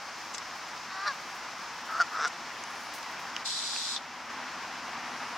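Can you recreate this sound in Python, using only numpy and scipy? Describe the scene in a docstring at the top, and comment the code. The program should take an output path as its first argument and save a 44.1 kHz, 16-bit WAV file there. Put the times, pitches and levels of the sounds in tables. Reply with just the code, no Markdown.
"""Geese graze on an open lawn: three times a bird growls up into a short, cracked honk, echoed faintly.
Each voice is a rattle of pulses and a sung tone, both ringing a long throat. Bills and feet tick and
crunch in frosty grass, as struck resonances and spiky noise, over coloured noise for distant traffic and hiss.
A camera's zoom lever clicks and its lens motor whirs for half a second as noise ringing the lens barrel,
while the background dips; a thin rustle comes and goes on top."""
import sys
import numpy as np
from scipy import signal
from scipy.fft import rfft, irfft, next_fast_len
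from scipy.io import wavfile

SR = 44100
rng = np.random.default_rng(int(sys.argv[2]) if len(sys.argv) > 2 else 0)


def bounce(signal):
    """Save signal as a 16-bit WAV file at the path given by the first command-line argument."""
    frames = np.transpose(np.atleast_2d(signal))
    limited = np.clip(frames, -1, 1)
    pcm = np.round(limited * 32767).astype(np.int16)
    wavfile.write(sys.argv[1], SR, pcm)


N = 237147
TIME = np.arange(N) / SR
FREQ = np.maximum(np.arange(N // 2 + 1) * SR / N, 1)


def undb(db):
    """Decibels to gain."""
    return 10 ** (np.asarray(db) / 20)


def unit(x):
    """Scale to rms 1."""
    return x / np.sqrt(np.mean(x ** 2) + 1e-18)


def colour(points, hz=FREQ):
    """Gain of a spectrum drawn through (freq_hz, level_db) points on a log frequency axis."""
    f, db = np.transpose(points)
    return undb(np.interp(np.log(hz), np.log(f), db))


def resonances(modes, hz, order=1):
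    """Complex response of parallel resonances of alternating sign; order 2 has steep skirts."""
    total = 0
    for k, (f, width, db) in enumerate(modes):
        detuning = (hz / f - f / hz) * f / width
        total = total + (-1) ** k * undb(db) / (1 + 1j * detuning) ** order
    return total


def filtered(x, response):
    """Pass a sound through a response given as a function of frequency."""
    size = next_fast_len(x.shape[-1] + 2048)  # spare room for the ring-out
    hz = np.maximum(np.arange(size // 2 + 1) * SR / size, 1)
    return irfft(rfft(x, size) * response(hz), size)[..., :x.shape[-1]]


def walk(rate_hz, size=N):
    """Smooth random wander of rms 1, with little movement faster than the rate."""
    return unit(filtered(rng.standard_normal(size), lambda hz: np.exp(-(hz / rate_hz) ** 2)))


def held(t, start, length, attack, release):
    """Envelope in dB: a rise up to the start, a hold at 0, a fall; attack and release each span 60 dB."""
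    before = np.maximum(start - t, 0)
    after = np.maximum(t - start - length, 0)
    return -60 * (before / attack + after / release)


def add(out, start, sound):
    """Mix a sound in at a time."""
    i = int(start * SR)
    out[:, i:i + sound.shape[-1]] += sound[..., :N - i]


# stereo spread of noise beds: freq_hz, side_minus_mid_db
WIDTH = [(40, -15), (120, -16.5), (300, -24.5), (1200, -19), (2400, -13.5), (4400, -9), (8000, -3.5),
         (13000, -48)]


def wash(response, width=WIDTH):
    """Stereo noise of a given colour; independent side noise sets how wide each band sounds."""
    mid = filtered(rng.standard_normal(N), response)
    side = filtered(rng.standard_normal(N), lambda hz: response(hz) * colour(width, hz))
    return unit(np.array([mid + side, mid - side]))


# colour of far tyre noise: freq_hz, level_db
TRAFFIC = [(180, -59), (300, -16), (336, -10), (372, -14.5), (467, -12.5), (585, -9.5), (734, -3.5),
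           (1010, 0), (1550, -3.5), (1860, -5), (2550, -8.5), (3240, -13.5), (4500, -20.5), (5850, -26),
           (9900, -120)]
# colour of low road rumble: freq_hz, level_db
RUMBLE = [(20, -44), (50, -10.5), (100, -7), (180, 0), (300, -1.5), (450, -12), (800, -51)]
# colour of the fine hiss: freq_hz, level_db
HISS = [(2000, -15), (3500, -4), (5300, 4), (6600, -2.5), (8000, -12.5), (10000, -19.5), (13000, -22),
        (16000, -26)]
# levels at the start, and their growth as the traffic draws nearer
TRAFFIC_DB, TRAFFIC_DB_PER_S = -42, 0.58
RUMBLE_DB, RUMBLE_DB_PER_S = -61, 0.75
DRONE_DB, DRONE_DB_PER_S = -71, 3
HISS_DB = -48.5
DIP_START_S, DIP_LENGTH_S, DIP_EDGE_S, DIP_DB = 3.437, .856, .015, -3


def background():
    """Noise for far tyres and rumble and a narrow engine drone swell over a fine hiss; all dips once."""
    traffic_db = TRAFFIC_DB + TRAFFIC_DB_PER_S * TIME + 0.43 * walk(26)
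    traffic = wash(lambda hz: colour(TRAFFIC, hz)) * undb(traffic_db)
    rumble = wash(lambda hz: colour(RUMBLE, hz)) * undb(RUMBLE_DB + RUMBLE_DB_PER_S * TIME)
    drone = wash(lambda hz: resonances([(247.9, 34, 0)], hz, order=2))
    drone = drone * undb(DRONE_DB + DRONE_DB_PER_S * TIME)
    hiss = wash(lambda hz: colour(HISS, hz)) * undb(HISS_DB + .5 * walk(18))
    dip = undb(held(TIME, DIP_START_S, DIP_LENGTH_S, DIP_EDGE_S, DIP_EDGE_S))  # 0 to 1
    return (traffic + rumble + drone + hiss) * undb(DIP_DB * dip)


def feet(count=60, step_db=-47, spread_db=3, crunch_s=0.042):
    """Webbed feet crush frost at random moments early on; cubed noise makes spiky, crystalline crunches."""
    out = np.zeros((2, N))
    t = TIME[:SR // 10]
    for when, size, pan in rng.random((count, 3)):
        crystals = rng.standard_normal(len(t)) ** 3 * np.exp(-t / crunch_s) / 20
        level_db = step_db - spread_db * np.log(1 - size)  # mostly soft, a few heavy
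        add(out, 3.3 * when, undb(level_db) * np.outer([.5 + pan, 1.5 - pan], crystals))
    return filtered(out, lambda hz: 1 / (1 + (3500 / hz) ** 4) / (1 + (hz / 12000) ** 2))


def snap(ring_hz, t60, width, thud_db, top_hz, apart=1.0):
    """A sharp contact and its dying crackle ring a small, stiff body; peak near 1."""
    t = TIME[:SR // 10]
    grit = rng.standard_normal(len(t)) + apart * rng.standard_normal((2, len(t)))  # shared + per side
    force = grit * undb(-60 * t / t60) + 4 * (t == 0)
    modes = [(1100, 900, thud_db), (ring_hz, width, 0), (5700, 1400, -8)]
    sound = filtered(force, lambda hz: resonances(modes, hz) / (1 + (hz / top_hz) ** 10))
    return sound / (2.62 * np.std(sound[:, :int(t60 * SR / 5)]))


# crisp ticks and plucks in the grass: start_s, peak_db (approximate), ring_hz, t60_s
TICKS = [(.34, -34, 7300, 0.024), (0.3453, -28.5, 5850, 0.063), (.373, -38, 5840, 0.022),
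         (0.381, -34, 7600, 0.027), (0.381, -29, 5400, 0.036), (2.2747, -29, 5400, 0.022),
         (2.279, -30, 7800, .02), (2.638, -30.5, 6000, 0.014), (3.0296, -31, 5600, 0.012),
         (3.299, -35, 6000, .01)]


def grass_ticks():
    """Bills and feet snap stiff blades, each a broad, bright resonance struck once."""
    out = np.zeros((2, N))
    for s, db, hz, t60 in TICKS:
        add(out, s, undb(db) * snap(hz, t60, width=1600, thud_db=-9.5, top_hz=8800))
    return out


GROWL_ATTACK_S, SWELL_DB, GROWL_RELEASE_S = .07, 8.5, 0.029
CRACK_ATTACK_S, CRACK_RELEASE_S = 0.044, 0.052
HONK_ATTACK_S, HONK_FADE_DB_PER_S, HONK_RELEASE_S = 0.0128, 230, 0.044
# share of the pitch gained over the growl, mostly late, and lost per second afterwards
TENSION_RISE, SAG_PER_S = .075, 2.8
LOCK_S, HONK_ROUGH = .022, .04  # the pulses fall into step just before the break
BRIGHT_S = 0.012  # half length of the bright flash at the height of the crack


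def effort(t, growl, crack, honk, peak_s):
    """A bird pushes harder through the growl: level and pitch climb until the voice breaks, then sag."""
    start, rattle_db, tone_db, rough, rate, pitch, first_db, last_db = growl
    break_s, crack_length, crack_db, flash_db = crack
    honk_s, honk_length, honk_hz, honk_db = honk
    to_go = np.clip((break_s - t) / (break_s - start), 0, 1)  # 1 at the start, 0 at the break
    tension = 1 - TENSION_RISE * (1 - (1 - to_go) ** 2) - SAG_PER_S * np.maximum(t - peak_s, 0)

    swell = held(t, start, break_s - start, GROWL_ATTACK_S, GROWL_RELEASE_S) - SWELL_DB * to_go
    cracked = crack_db + held(t, break_s, crack_length, CRACK_ATTACK_S, CRACK_RELEASE_S)
    sung = honk_db + held(t, honk_s, honk_length, HONK_ATTACK_S, HONK_RELEASE_S)
    sung = sung - HONK_FADE_DB_PER_S * np.maximum(t - honk_s, 0)

    # the pitch jumps to the honk once that is the louder tone
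    honking = (t > break_s - LOCK_S) & (sung > tone_db + swell)
    pitch = np.where(honking, honk_hz * (1 - SAG_PER_S * (t - honk_s)), pitch * tension)
    rough = np.interp(t, [break_s - LOCK_S, break_s], [rough, HONK_ROUGH])
    flash = 1 / (1 + ((t - peak_s) / BRIGHT_S) ** 4)
    bright_db = last_db + (first_db - last_db) * to_go + (flash_db - last_db) * flash
    rattle_db = np.maximum(rattle_db + swell, cracked)
    tone_db = np.maximum(tone_db + swell, sung)
    return rate * tension, rattle_db, rough, pitch, tone_db, bright_db


def goose(call, throat, peak_s, tone_bright_db, rasp_db, waver, jitter=.28, scatter_db=2.0):
    """The syrinx rattles in slow pulses and sings a tone above them; both ring the long throat."""
    growl, crack, honk = call
    t = np.arange(growl[0] - GROWL_ATTACK_S, honk[0] + honk[1] + HONK_RELEASE_S, 1 / SR)
    rate, rattle_db, rough, pitch, tone_db, bright_db = effort(t, growl, crack, honk, peak_s)

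    # the pulses are ragged in the growl and lock into step around the crack; one lands on the peak
    turns = np.cumsum(rate) / SR
    turns = turns - np.interp(peak_s, t, turns)
    cycles = np.arange(np.ceil(turns[0]), turns[-1])
    late, loud = rng.standard_normal((2, len(cycles)))
    loose = np.interp(cycles, turns, rough)
    at = np.interp(cycles + jitter * loose * late, turns, np.arange(len(t))).astype(int)
    pulses = np.zeros(len(t))
    pulses[at] = undb(scatter_db * loose * loud)
    # air rasps through after each opening
    air = np.exp(-(turns % 1) / (0.44 + rough)) * rng.standard_normal(len(t))
    pulses, air = unit(pulses), unit(air)

    def tract(hz):
        return resonances(throat, hz, order=2)

    def upper(hz):
        return 1 / (1 + (2700 / hz) ** 6)

    # the growl is breathy throughout; in the honk it is mainly the top that still rasps
    body = filtered(pulses + rough * air, lambda hz: tract(hz) * (1 - upper(hz)))
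    edge = filtered(pulses + (rough + undb(rasp_db)) * air, lambda hz: tract(hz) * upper(hz))
    # sharper closing of the membranes wakes the upper resonances
    rattle = (body + edge * undb(bright_db)) / np.std(body)

    wavering_pitch = pitch * (1 + waver * rough * walk(96)[:len(t)])
    phase = 2 * np.pi * np.cumsum(wavering_pitch) / SR
    k = np.arange(1, 17)[:, None]  # harmonic numbers
    partials = tract(k * pitch) * undb((tone_bright_db + bright_db) * upper(k * pitch))
    tone = np.real(partials * np.exp(1j * k * phase)).sum(0)
    tone = tone / np.sqrt((abs(partials) ** 2).sum(0) / 2)
    return t[0], rattle * undb(rattle_db) + tone * undb(tone_db)


def wood_echo(calls):
    """The edge of the wood scatters the calls back as a faint, diffuse tail of decaying noise."""
    t = TIME[:SR]
    decay = undb(-60 * t / 1.1) * (1 - np.exp(-t / .04))  # t60 1.1 s, soft onset
    trees = rng.standard_normal((2, SR)) * decay
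    return undb(-35) * signal.fftconvolve(calls, unit(trees) / np.sqrt(SR), axes=1)[:, :N]


# throat resonances of the three calls: freq_hz, width_hz, level_db
BROAD_THROAT = [(590, 120, -12.5), (840, 250, -7), (1170, 230, 2.5), (1383, 150, 6.5), (1720, 400, 1),
                (4240, 1500, -10), (4880, 270, -11), (5500, 230, -7)]
NASAL_THROAT = [(695, 270, -13.5), (1160, 340, -7), (1384, 370, 2), (1870, 110, -10), (2700, 1000, -22),
                (4570, 340, -14.5), (5400, 1100, -20), (6760, 1300, -30.5), (8300, 1000, -35)]
OPEN_THROAT = [(442, 130, -13.5), (770, 710, -14), (1160, 410, -1), (1484, 460, 2.5), (3650, 790, -17),
               (5220, 1140, -13), (5900, 1200, -17), (7600, 960, -27)]
# a call growls, breaks in a crack of hard pulses and ends in a sung honk; one row per call in each table
# growls, with levels, rate and pitch as reached at the break: start_s, rattle_db, tone_db,
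# roughness (0-1), rattle_rate_hz, tone_pitch_hz, first_brightness_db, last_brightness_db
GROWLS = [(.9, -42, -35, 0.18, 205, 408.7, 0, -8), (1.882, -34, -35, 0.76, 170.4, 692, -5, -4),
          (2.126, -32, -34, .7, 154.4, 687.6, -12, 2)]
# cracks: start_s, length_s, level_db, brightness_db
CRACKS = [(1.065, 0.015, -30, 2), (2.0033, 0.014, -25.5, 6.5), (2.247, 0.0062, -24, 0)]
# honks, with pitch and level at the start: start_s, length_s, pitch_hz, level_db
HONKS = [(1.079, 0.039, 589, -27), (2.002, 0.023, 719, -21), (2.255, .018, 728, -27)]


def flock():
    """Three calls, each through its own throat shape, with their echo."""
    out = np.zeros((2, N))
    first, second, third = zip(GROWLS, CRACKS, HONKS)
    add(out, *goose(first, BROAD_THROAT, peak_s=1.0815, tone_bright_db=0.5, rasp_db=-5, waver=0.0057))
    add(out, *goose(second, NASAL_THROAT, peak_s=2.0185, tone_bright_db=-7.5, rasp_db=-9, waver=0.0196))
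    add(out, *goose(third, OPEN_THROAT, peak_s=2.2488, tone_bright_db=-4.0, rasp_db=-1, waver=0.02))
    return out + wood_echo(out)


# faint, high rustles: start_s, length_s, level_db
RUSTLES = [(2.6, 0.29, -68), (5.07, .3, -70)]
RUSTLE_HZ, RUSTLE_WIDTH_HZ, RUSTLE_EDGE_S = 9900, 1800, .25


def rustles():
    """A thin rustle, one band of resonant noise, comes and goes at the top of the hiss."""
    level = np.zeros(N)
    for s, length, db in RUSTLES:
        level += undb(db + held(TIME, s, length, RUSTLE_EDGE_S, RUSTLE_EDGE_S))
    return level * wash(lambda hz: resonances([(RUSTLE_HZ, RUSTLE_WIDTH_HZ, 0)], hz, order=2))


# clicks of the zoom lever and lens barrel: start_s, peak_db (approximate), ring_hz, t60_s, thud_db
CLICKS = [(3.3645, -17.5, 3050, 0.0095, -6), (3.4555, -32, 4000, .04, -23),
          (3.763, -21.5, 2450, 0.0092, -13), (3.963, -24, 3650, 0.064, -32), (3.977, -31, 3570, 0.029, -27)]


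def zoom_clicks():
    """Small hard parts knock together inside the camera, with a narrower ring than the grass."""
    out = np.zeros((2, N))
    for s, db, hz, t60, thud_db in CLICKS:
        add(out, s, undb(db) * snap(hz, t60, width=420, thud_db=thud_db, top_hz=6450))
    return out


# colour of the motor's rubbing: freq_hz, level_db
MOTOR_COLOUR = [(1530, -23.5), (2600, -13.5), (2730, -15.5), (3420, -1.5), (4380, -0.5), (4830, -2),
                (6450, -8.5), (7640, -10), (8490, -12.5), (9170, -12.5), (11100, -30), (12200, -30),
                (14000, -41)]
# stereo spread of the motor: freq_hz, side_minus_mid_db
MOTOR_WIDTH = [(2800, -1), (3400, -9), (3900, 8), (4500, -6), (5700, 1), (6200, -6), (6600, 1), (7500, -5),
               (8600, -6), (10000, 2)]
# lens barrel resonances: freq_hz, width_hz, level_db
BARREL = [(3470, 220, -6), (4050, 89, 0), (4700, 190, -0.5), (5100, 120, -1.5), (5590, 350, -4.5),
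          (6830, 100, -9), (7160, 250, -5.5), (7740, 110, -2), (9070, 250, -18), (11800, 400, -30)]
# the level rises up to the start, surges briefly, holds and falls away
MOTOR_START_S, MOTOR_RUN_S, MOTOR_DB = 3.456, 0.496, -36
MOTOR_ATTACK_S, MOTOR_RELEASE_S, SURGE_DB, SURGE_S = 0.031, 0.12, 2.5, 0.049


def lens_motor(mesh_hz=187, mesh_depth=0.2, grain_db=-1.1):
    """Gear teeth scrape and ring the lens barrel, which shakes each microphone in its own way."""
    mesh_rate = mesh_hz * (1 + 0.06 * walk(14.9))
    teeth = 1 + mesh_depth * np.cos(2 * np.pi * np.cumsum(mesh_rate) / SR)
    rub = wash(lambda hz: colour(MOTOR_COLOUR, hz), MOTOR_WIDTH) * teeth * undb(grain_db * walk(440))
    ring = wash(lambda hz: resonances(BARREL, hz, order=2), MOTOR_WIDTH)
    running = held(TIME, MOTOR_START_S, MOTOR_RUN_S, MOTOR_ATTACK_S, MOTOR_RELEASE_S)
    surge = SURGE_DB * np.exp(-np.maximum(TIME - MOTOR_START_S, 0) / SURGE_S)
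    return (rub + undb(-3.0) * ring) * undb(MOTOR_DB + running + surge)


def scene():
    """Everything together; the left microphone is a little more sensitive."""
    left_db = 0.52
    lawn = background() + feet() + grass_ticks() + flock() + rustles()
    camera = zoom_clicks() + lens_motor()
    return (lawn + camera) * undb([[left_db], [-left_db]])


TOP_HZ = 15800


def record(dry):
    """The camera cuts the top with a steep low-pass."""
    return signal.sosfilt(signal.ellip(10, .1, 80, TOP_HZ, fs=SR, output="sos"), dry)


dry = scene()
out = record(dry)
bounce(out)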